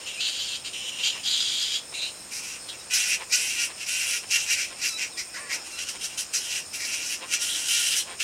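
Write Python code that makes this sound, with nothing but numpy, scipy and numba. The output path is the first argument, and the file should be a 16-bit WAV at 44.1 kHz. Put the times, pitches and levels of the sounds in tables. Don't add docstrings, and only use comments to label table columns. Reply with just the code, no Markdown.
import sys
import numpy as np
from scipy import signal
from scipy.io import wavfile
from scipy.ndimage import uniform_filter1d
from numba import njit

SR = 44100
rng = np.random.default_rng(int(sys.argv[2]) if len(sys.argv) > 2 else 0)


def linear_from_db(decibels):
    return 10 ** (np.asarray(decibels, float) / 20)


def inscribe(sig):
    pcm = np.round(np.clip(np.atleast_2d(sig).T, -1, 1) * 32767)
    wavfile.write(sys.argv[1], SR, pcm.astype(np.int16))


N = 362942

# (time [s], third partial [Hz], its level [dB])
SQUEALS = [
    [(2.765, 3900, -60), (2.83, 3880, -60)],
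    [(4.893, 4150, -47), (4.93, 3900, -45), (4.978, 3960, -46)],
]
SOFT_SQUEALS = [
    [(5.725, 4100, -49), (5.79, 4050, -50)],
    [(5.838, 4300, -48), (5.89, 4450, -48)],
]

SMALL_HEAD_HZ = 1390
EFFORT_DB = -30
BARK_DB_PER_S, SURGE_DB_PER_S = 1700.0, 330
RELEASE_DB_PER_S, SAG_DB_PER_S = 376, 4.5


def level(x, db):
    return x * linear_from_db(db) / np.sqrt(np.mean(x ** 2))


def walk(rate):
    k = int(SR / rate)
    steps = np.repeat(rng.standard_normal(N // k + 1), k)
    return 1.3 * uniform_filter1d(uniform_filter1d(steps, k), k)[:N]


@njit
def svf(x, hz, width):
    y, b, l = np.empty(len(x)), 0., 0.
    for i in range(len(x)):
        g = np.tan(np.pi * hz[i] / SR)
        k = width / hz[i]
        v = (b + g * (x[i] - l)) / (1 + g * (g + k))
        b, l, y[i] = 2 * v - b, l + 2 * g * v, k * v
    return y


def ring(x, modes, patchy_db=0):
    out = 0
    for k, (hz, width_hz, db) in enumerate(modes):
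        centre = np.full(N, float(hz))
        once = svf(x, centre, float(width_hz))
        twice = svf(once, centre, float(width_hz))
        flicker = patchy_db * walk(45)
        out = out + (-1) ** k * linear_from_db(db + flicker) * level(twice, 0)
    return out


def play(calls, fade_s=0.0052):
    t = np.arange(N) / SR
    gate = sum(np.clip(np.minimum(t - c[0][0], c[-1][0] - t) / fade_s, 0, 1) for c in calls)
    s, *columns = np.concatenate(calls).T
    order = np.argsort(s)
    return [gate] + [np.interp(t, s[order], c[order]) for c in columns]


def tone(calls, partials, tracked, wobble=0.0054):
    gate, hz, db = play(calls)
    phase = 2 * np.pi * np.cumsum(hz * (1 + wobble * walk(150))) / (tracked * SR)
    stack = sum(linear_from_db(p_db + 2.8 * walk(60)) * np.sin(k * phase) for k, p_db in partials)
    return gate * linear_from_db(db) * np.sqrt(2) * stack


@njit
def snaps(hz, stretch, size):
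    pulses, phase, p, k = np.zeros(len(hz) + 1), np.empty(len(hz)), 0., 0
    for i in range(len(hz)):
        step = hz[i] * stretch[k] / SR
        p += step
        if p >= 1:
            p, k = p - 1, k + 1
            pulses[i] += size[k] * p / step
            pulses[i + 1] += size[k] * (1 - p / step)
        phase[i] = p
    return pulses[:-1], phase


def folds(hz, jitter, weak_db, scatter_db):
    cycles = N // 40
    chance = np.tanh(rng.standard_normal((cycles, 2)).T)
    bouts = np.repeat(rng.random(cycles), 9)[:cycles]
    chance = chance * (.35 + 1.5 * bouts ** 2)
    size = linear_from_db(scatter_db * chance[1] + weak_db * (np.arange(cycles) % 2))
    pulses, phase = snaps(hz, np.clip(1 + jitter * chance[0], .5, 2), size)
    puffs = linear_from_db(2.05 * walk(25)) * np.exp(-phase / 0.92) * rng.standard_normal(N)
    return -level(pulses, 0), level(puffs, 0)


def air():
    # (frequency [Hz], level [dB per Hz])
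    air_colour = [(20, -32), (45, -5), (100, -4), (300, -4), (700, -3), (1500, -6.5), (3300, -8.5),
                  (6000, -8), (9000, -14.5), (10200, -24.5), (13000, -18.5), (15800, -25.5)]
    # (centre [Hz], width [Hz], level [dB])
    far_roost = [(2540, 430, -57.5), (4120, 100, -76.5), (315, 104, -65), (510.4, 94, -65)]
    out, (hz_at, db_at) = 0, np.transpose(air_colour)
    for hz in 30 * 2 ** np.arange(0, 9.1, 1 / 3):
        db = np.interp(np.log(hz), np.log(hz_at), db_at) + 10 * np.log10(hz) + 1.7 * walk(9)
        out = out + linear_from_db(db) * ring(rng.standard_normal(N), [(hz, hz * 0.49, 0)])
    roost = sum(linear_from_db(2.5 * walk(5)) * ring(rng.standard_normal(N), [m]) for m in far_roost)
    return level(out, -47) + roost


def cicadas():
    # (centre [Hz], width [Hz], level [dB])
    bodies = [(5237, 480, -49), (8640, 1280, -46.5), (6960, 880, -52.5)]
    out = 0
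    for body in bodies:
        clicks = (rng.random(N) < 900 / SR) * rng.standard_normal(N)
        clicks = clicks + 0.28 * rng.standard_normal(N)
        out = out + linear_from_db(0.16 * walk(1.8) + 1.9 * walk(40)) * ring(clicks, [body])
    return out


def leaf_echo(bats):
    t = np.arange(SR // 4) / SR
    t60_s = 0.096
    leaves = rng.standard_normal(len(t)) * linear_from_db(-60 * t / t60_s) * np.clip(t / 0.001, 0, 1)
    echo = signal.fftconvolve(bats, leaves / np.sqrt(np.sum(leaves ** 2)))[:N]
    return linear_from_db(-6) * echo


def caw():
    # (time [s], second partial [Hz], level [dB])
    caw_path = [
        [(5.36, 1030, -54), (5.42, 1188, -50), (5.5, 1105, -53), (5.58, 975, -55), (5.615, 826, -57),
         (5.64, 800, -63)],
    ]
    # (multiple, level [dB])
    caw_partials = [(1.8, -5), (2, 0), (2.5, -8), (3, -2), (3.5, -5), (4, -4), (8, -9)]
    return tone(caw_path, caw_partials, tracked=2)


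def whistles():
    # (time [s], frequency [Hz], level [dB])
    whistle_paths = [
        [(0.5, 2720, -44), (0.53, 2680, -42), (0.565, 2480, -45)],
        [(2.15, 4060, -58), (2.24, 4000, -60)],
        [(2.605, 4400, -56), (2.65, 4430, -53), (2.69, 4250, -54)],
        [(5.105, 4400, -54), (5.14, 3700, -51), (5.18, 3150, -51)],
    ]
    return tone(whistle_paths, [(1, 0)], tracked=1)


def chirps():
    # (time [s], frequency [Hz], level [dB])
    chirp_paths = [
        [(0.17, 2370, -40), (0.184, 2457, -37), (0.215, 2740, -33)],
        [(0.735, 2980, -45), (0.84, 2930, -44), (0.885, 2980, -38), (0.91, 2900, -45), (1.03, 2860, -42),
         (1.19, 2760, -47)],
    ]
    return tone(chirp_paths, [(1, 1.0), (2, -12), (3, -19)], tracked=1, wobble=0.0157)


def grunts():
    # (start [s], level [dB], length [s], fold rate [Hz])
    in_breaths = [(1.122, -40, 0.085, 180.4), (3.176, -36, 0.078, 171), (3.676, -40.5, 0.067, 170.6),
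                  (4.217, -38, 0.045, 177.2), (4.678, -41, 0.082, 176.7), (5.929, -39.5, 0.057, 180.5),
                  (6.105, -48, 0.14, 174.5), (7.194, -34.5, 0.08, 174.3), (8.035, -37, 0.15, 177)]
    gulp = [
        (1.92, -38.5, 0.014, 173.5),
    ]
    # (centre [Hz], width [Hz], level [dB])
    grunt_throat = [(504, 530, -3.5), (1015, 340, -2), (2340, 2400, 5)]
    t = np.arange(N) / SR
    s, db, length, hz = np.transpose(sorted(in_breaths + gulp))
    shape = 0
    for start, d, n in zip(s, db, length):
        shape = shape + linear_from_db(d - 9.0) * np.sin(np.pi * np.clip((t - start) / n, 0, 1)) ** 2
    flaps, puffs = folds(np.interp(t, s, hz), 0.033, 0, 0.72)
    return shape * ring(flaps + 1.25 * puffs, grunt_throat)


def squeals():
    # (multiple, level [dB])
    squeal_partials = [(1, -9), (2, -1), (3, 0), (4, 2), (5, -14), (6, -3), (7, -15), (8, -11), (9, -14),
                       (10, -17)]
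    # (multiple, level [dB])
    soft_partials = [(1, -9), (2, 1), (3, 0), (4, -8)]
    clean = tone(SQUEALS, squeal_partials, tracked=3)
    return clean + tone(SOFT_SQUEALS, soft_partials, tracked=3)


def effort(rows, rise):
    ms = np.arange(0, N / SR + 1 / 1000, 1 / 1000)
    s, held, db, *mouth = (c[:, None] for c in np.transpose(rows))
    shape = np.minimum(rise[:, None] * (ms - s), -SAG_DB_PER_S * (ms - s))
    release = RELEASE_DB_PER_S * np.clip(ms - s - held, 0, None)
    power = linear_from_db(2 * (db + shape - release))
    total = power.sum(axis=0)
    curves = [10 * np.log10(total)] + [(power * c).sum(axis=0) / total for c in mouth]
    return [np.interp(np.arange(N) / SR, ms, c) for c in curves]


def screech(curves, source, breath, chest, rasp, low_width_hz, high_width_hz):
    gate, db, low_hz, high_hz, nose_db, high_db, rasp_db = curves
    low_hz = low_hz * (1 + .012 * walk(60))
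    high_hz = high_hz * (1 + .02 * walk(60))
    pulses, puffs = source
    deep, airy = pulses + breath * puffs, pulses + 2.44 * breath * puffs
    low = svf(svf(deep, low_hz, low_width_hz), low_hz, 3 * low_width_hz)
    low = level(low, -0.32) - ring(deep, chest, patchy_db=3.0)
    nose = -ring(airy, [(3940, 1180, -2)], patchy_db=4.0)
    high = svf(svf(airy, high_hz, high_width_hz), high_hz, 3 * high_width_hz)
    high = linear_from_db(1.35 * walk(40)) * level(high, 0)
    voice = low + linear_from_db(nose_db) * nose + linear_from_db(high_db) * high
    voice = voice - linear_from_db(rasp_db) * ring(airy, rasp, patchy_db=1.5)
    head = signal.butter(6, SMALL_HEAD_HZ, "high", fs=SR, output="sos")
    voice = signal.sosfilt(head, voice)
    size = uniform_filter1d(np.abs(voice), SR // 50)
    band = signal.butter(3, [SMALL_HEAD_HZ, 8000], "band", fs=SR, output="sos")
    voice = voice - .14 * signal.sosfiltfilt(band, voice ** 2 / size)
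    return gate * linear_from_db(db + 0.7 * walk(22)) * voice


def first_jaw():
    # (full strength [s], held [s], level [dB], low throat [Hz], high throat [Hz])
    pushes = [
        (0.0, .04, -47, 2900, 4500),
        (0.65, .03, -37, 2900, 4700),
        (1.037, .05, -25.5, 3100, 4650),
        (1.238, .01, -36, 3260, 4800),
        (1.26, .035, -31, 3290, 4650),
        (1.31, .46, -29.5, 3290, 4760),
    ]
    open_call = [
        (0.175, .02, -44, 2750, 4200),
        (0.206, .08, -32, 3000, 4500),
        (0.29, .27, -35.5, 3120, 4520),
    ]
    mutters = [
        (0.065, .03, -35, 2900, 4400),
        (0.115, 0.049, -40.5, 2820, 4330),
        (0.735, .16, -37, 2960, 5500),
        (0.92, .05, -40, 2920, 5400),
        (0.99, 0.028, -35.5, 2820, 5200),
        (1.11, .09, -40, 2860, 4900),
    ]
    short_call = [
        (1.942, 0.056, -38, 2630, 3750),
        (2.02, 0.062, -37, 2800, 4050),
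    ]
    moods = (pushes, -4.5), (open_call, -2), (mutters, -11), (short_call, 5)
    rows = [(*r, high_db) for table, high_db in moods for r in table]
    db, low_hz, high_hz, high_db = effort(rows, np.full(len(rows), BARK_DB_PER_S))
    rasp_db = -9.5 - 0.06 * (db - EFFORT_DB)
    return 1, db, low_hz, high_hz, high_db - 3, high_db, rasp_db


def first_bat():
    # (centre [Hz], width [Hz], level [dB])
    rasp_modes = [(6100, 900, -7), (7000, 900, 0), (8400, 1500, -10), (10500, 1300, -15),
                  (12300, 2800, -17)]
    chest_modes = [(2160, 1260, -20.5), (1660, 440, -27.5)]
    source = folds(520 * (1 + .08 * walk(12)), .2, -1.0, 0.87)
    return screech(first_jaw(), source, 0.83, chest_modes, rasp_modes, 460.0, 510.0)


def second_jaw():
    # (full strength [s], held [s], level [dB], low throat [Hz], high throat [dB])
    barks = [(2.315, 0.086, -44, 2480, 5), (2.689, .012, -38, 3250, -10), (2.73, .03, -47, 2440, -8),
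             (2.91, .24, -30, 2600, -2), (2.936, 0.018, -30.5, 2750, 8.5), (3.303, .02, -41, 2325, 5),
             (3.327, .325, -31.5, 2660, 0), (3.865, 0.012, -40, 2570, 5), (3.328, 0.023, -26, 2580, 5.5),
             (3.885, .29, -32, 2660, 0), (4.31, 0.055, -28.5, 2670, 1), (4.822, 0.11, -38, 2500, 8),
             (5.177, .03, -36, 2180, 3), (5.345, 0.036, -34, 1800, -3), (5.5, .03, -31, 2000, -5),
             (5.78, 0.011, -34, 2765, -2), (6.013, 0.011, -40, 3060, -1), (6.179, 0.029, -37, 2900, 7.5),
             (6.339, 0.043, -36.5, 2800, 6.5), (6.737, 0.022, -37, 2650, 3.5),
             (7.308, 0.069, -40.5, 2660, 1.5), (8.203, .05, -28, 2800, -2)]
    gradual_surges = [(2.44, .12, -42, 2630, 1.5), (2.79, .02, -45, 2560, 1.5), (3.0, .03, -33, 2770, 4),
                      (3.13, .02, -33, 2330, -6), (3.59, .01, -30, 2700, -4), (3.82, .01, -35, 2680, -1.5),
                      (4.13, .02, -30, 2620, 1.5), (4.345, .015, -29, 2830, 3), (4.4, .045, -36, 2790, 1.5),
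                      (4.505, .03, -25, 2550, 0.3), (4.58, .07, -32.5, 2520, -0.3),
                      (4.848, .012, -28, 2530, 0), (4.985, .01, -38, 2480, 2.5),
                      (5.018, .012, -28.5, 2460, -2.5), (5.4, .07, -46, 2000, -5), (5.54, .01, -33, 2450, 0),
                      (5.665, 0.0073, -43.5, 2740, 0.3), (5.74, 0.029, -42, 2730, 4),
                   (5.82, 0.063, -40.5, 2850, 3.5), (5.878, 0.012, -33.5, 2880, 4),
                   (5.94, 0.021, -49, 3050, 0), (6.047, 0.004, -36.5, 2980, 4), (6.1, 0.042, -44, 2860, -1),
                   (6.42, 0.1, -39.5, 3000, 2.5), (6.521, 0.063, -34.5, 2790, 0.5),
                   (6.81, 0.045, -36, 2150, 3), (6.87, .2, -36.5, 2680, 1),
                   (6.94, 0.0067, -32.5, 2620, 2.5), (7.11, .035, -33.5, 2740, 4),
                   (7.338, 0.01, -28.5, 2680, 0.5), (7.42, .28, -35, 2950, 3), (7.5, 0.054, -36, 3400, -9),
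                   (7.7, .3, -29.5, 2950, 1), (7.745, 0.0084, -30.5, 2960, 4.5),
                   (7.92, 0.019, -30.5, 2880, -1)]
    surges = gradual_surges
    rise = np.repeat([BARK_DB_PER_S, SURGE_DB_PER_S], [len(barks), len(surges)])
    db, low_hz, high_db, held = effort([(*r, r[1]) for r in barks + surges], rise)
    jaw_khz = (low_hz - 2700) / 1000
    nose_db = -19 + 30 * jaw_khz
    rasp_db = high_db - 12.5 - 0.04 * (db - EFFORT_DB)
    rasp_db = rasp_db + 16 * held + 6 * jaw_khz
    gate = 1 - .65 * play(SQUEALS + SOFT_SQUEALS)[0]
    return gate, db, low_hz, 5600 + 0.55 * (low_hz - 2600), nose_db, high_db, rasp_db


def second_bat():
    # (centre [Hz], width [Hz], level [dB])
    rasp_modes = [(8070, 2330, 1), (9550, 4250, 2.5), (13700, 11000, -22)]
    chest_modes = [(1945, 820, -15.5), (1400, 360, -18)]
    source = folds(480 * (1 + .05 * walk(9)), .11, -4, 3.0)
    return screech(second_jaw(), source, 0.8, chest_modes, rasp_modes, 480.0, 1650.0)


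def scene():
    bats = first_bat() + second_bat() + squeals()
    bats = bats + grunts() + chirps() + whistles() + caw()
    mix = bats + leaf_echo(bats) + cicadas() + air()
    return np.tile(mix, (2, 1))


def low_pass(x):
    return signal.sosfilt(signal.butter(12, 16020, fs=SR, output="sos"), x)


def record(dry):
    rounded = np.tanh(1.2 * dry) / 1.2
    return low_pass(rounded)


dry = scene()
out = record(dry)
inscribe(out)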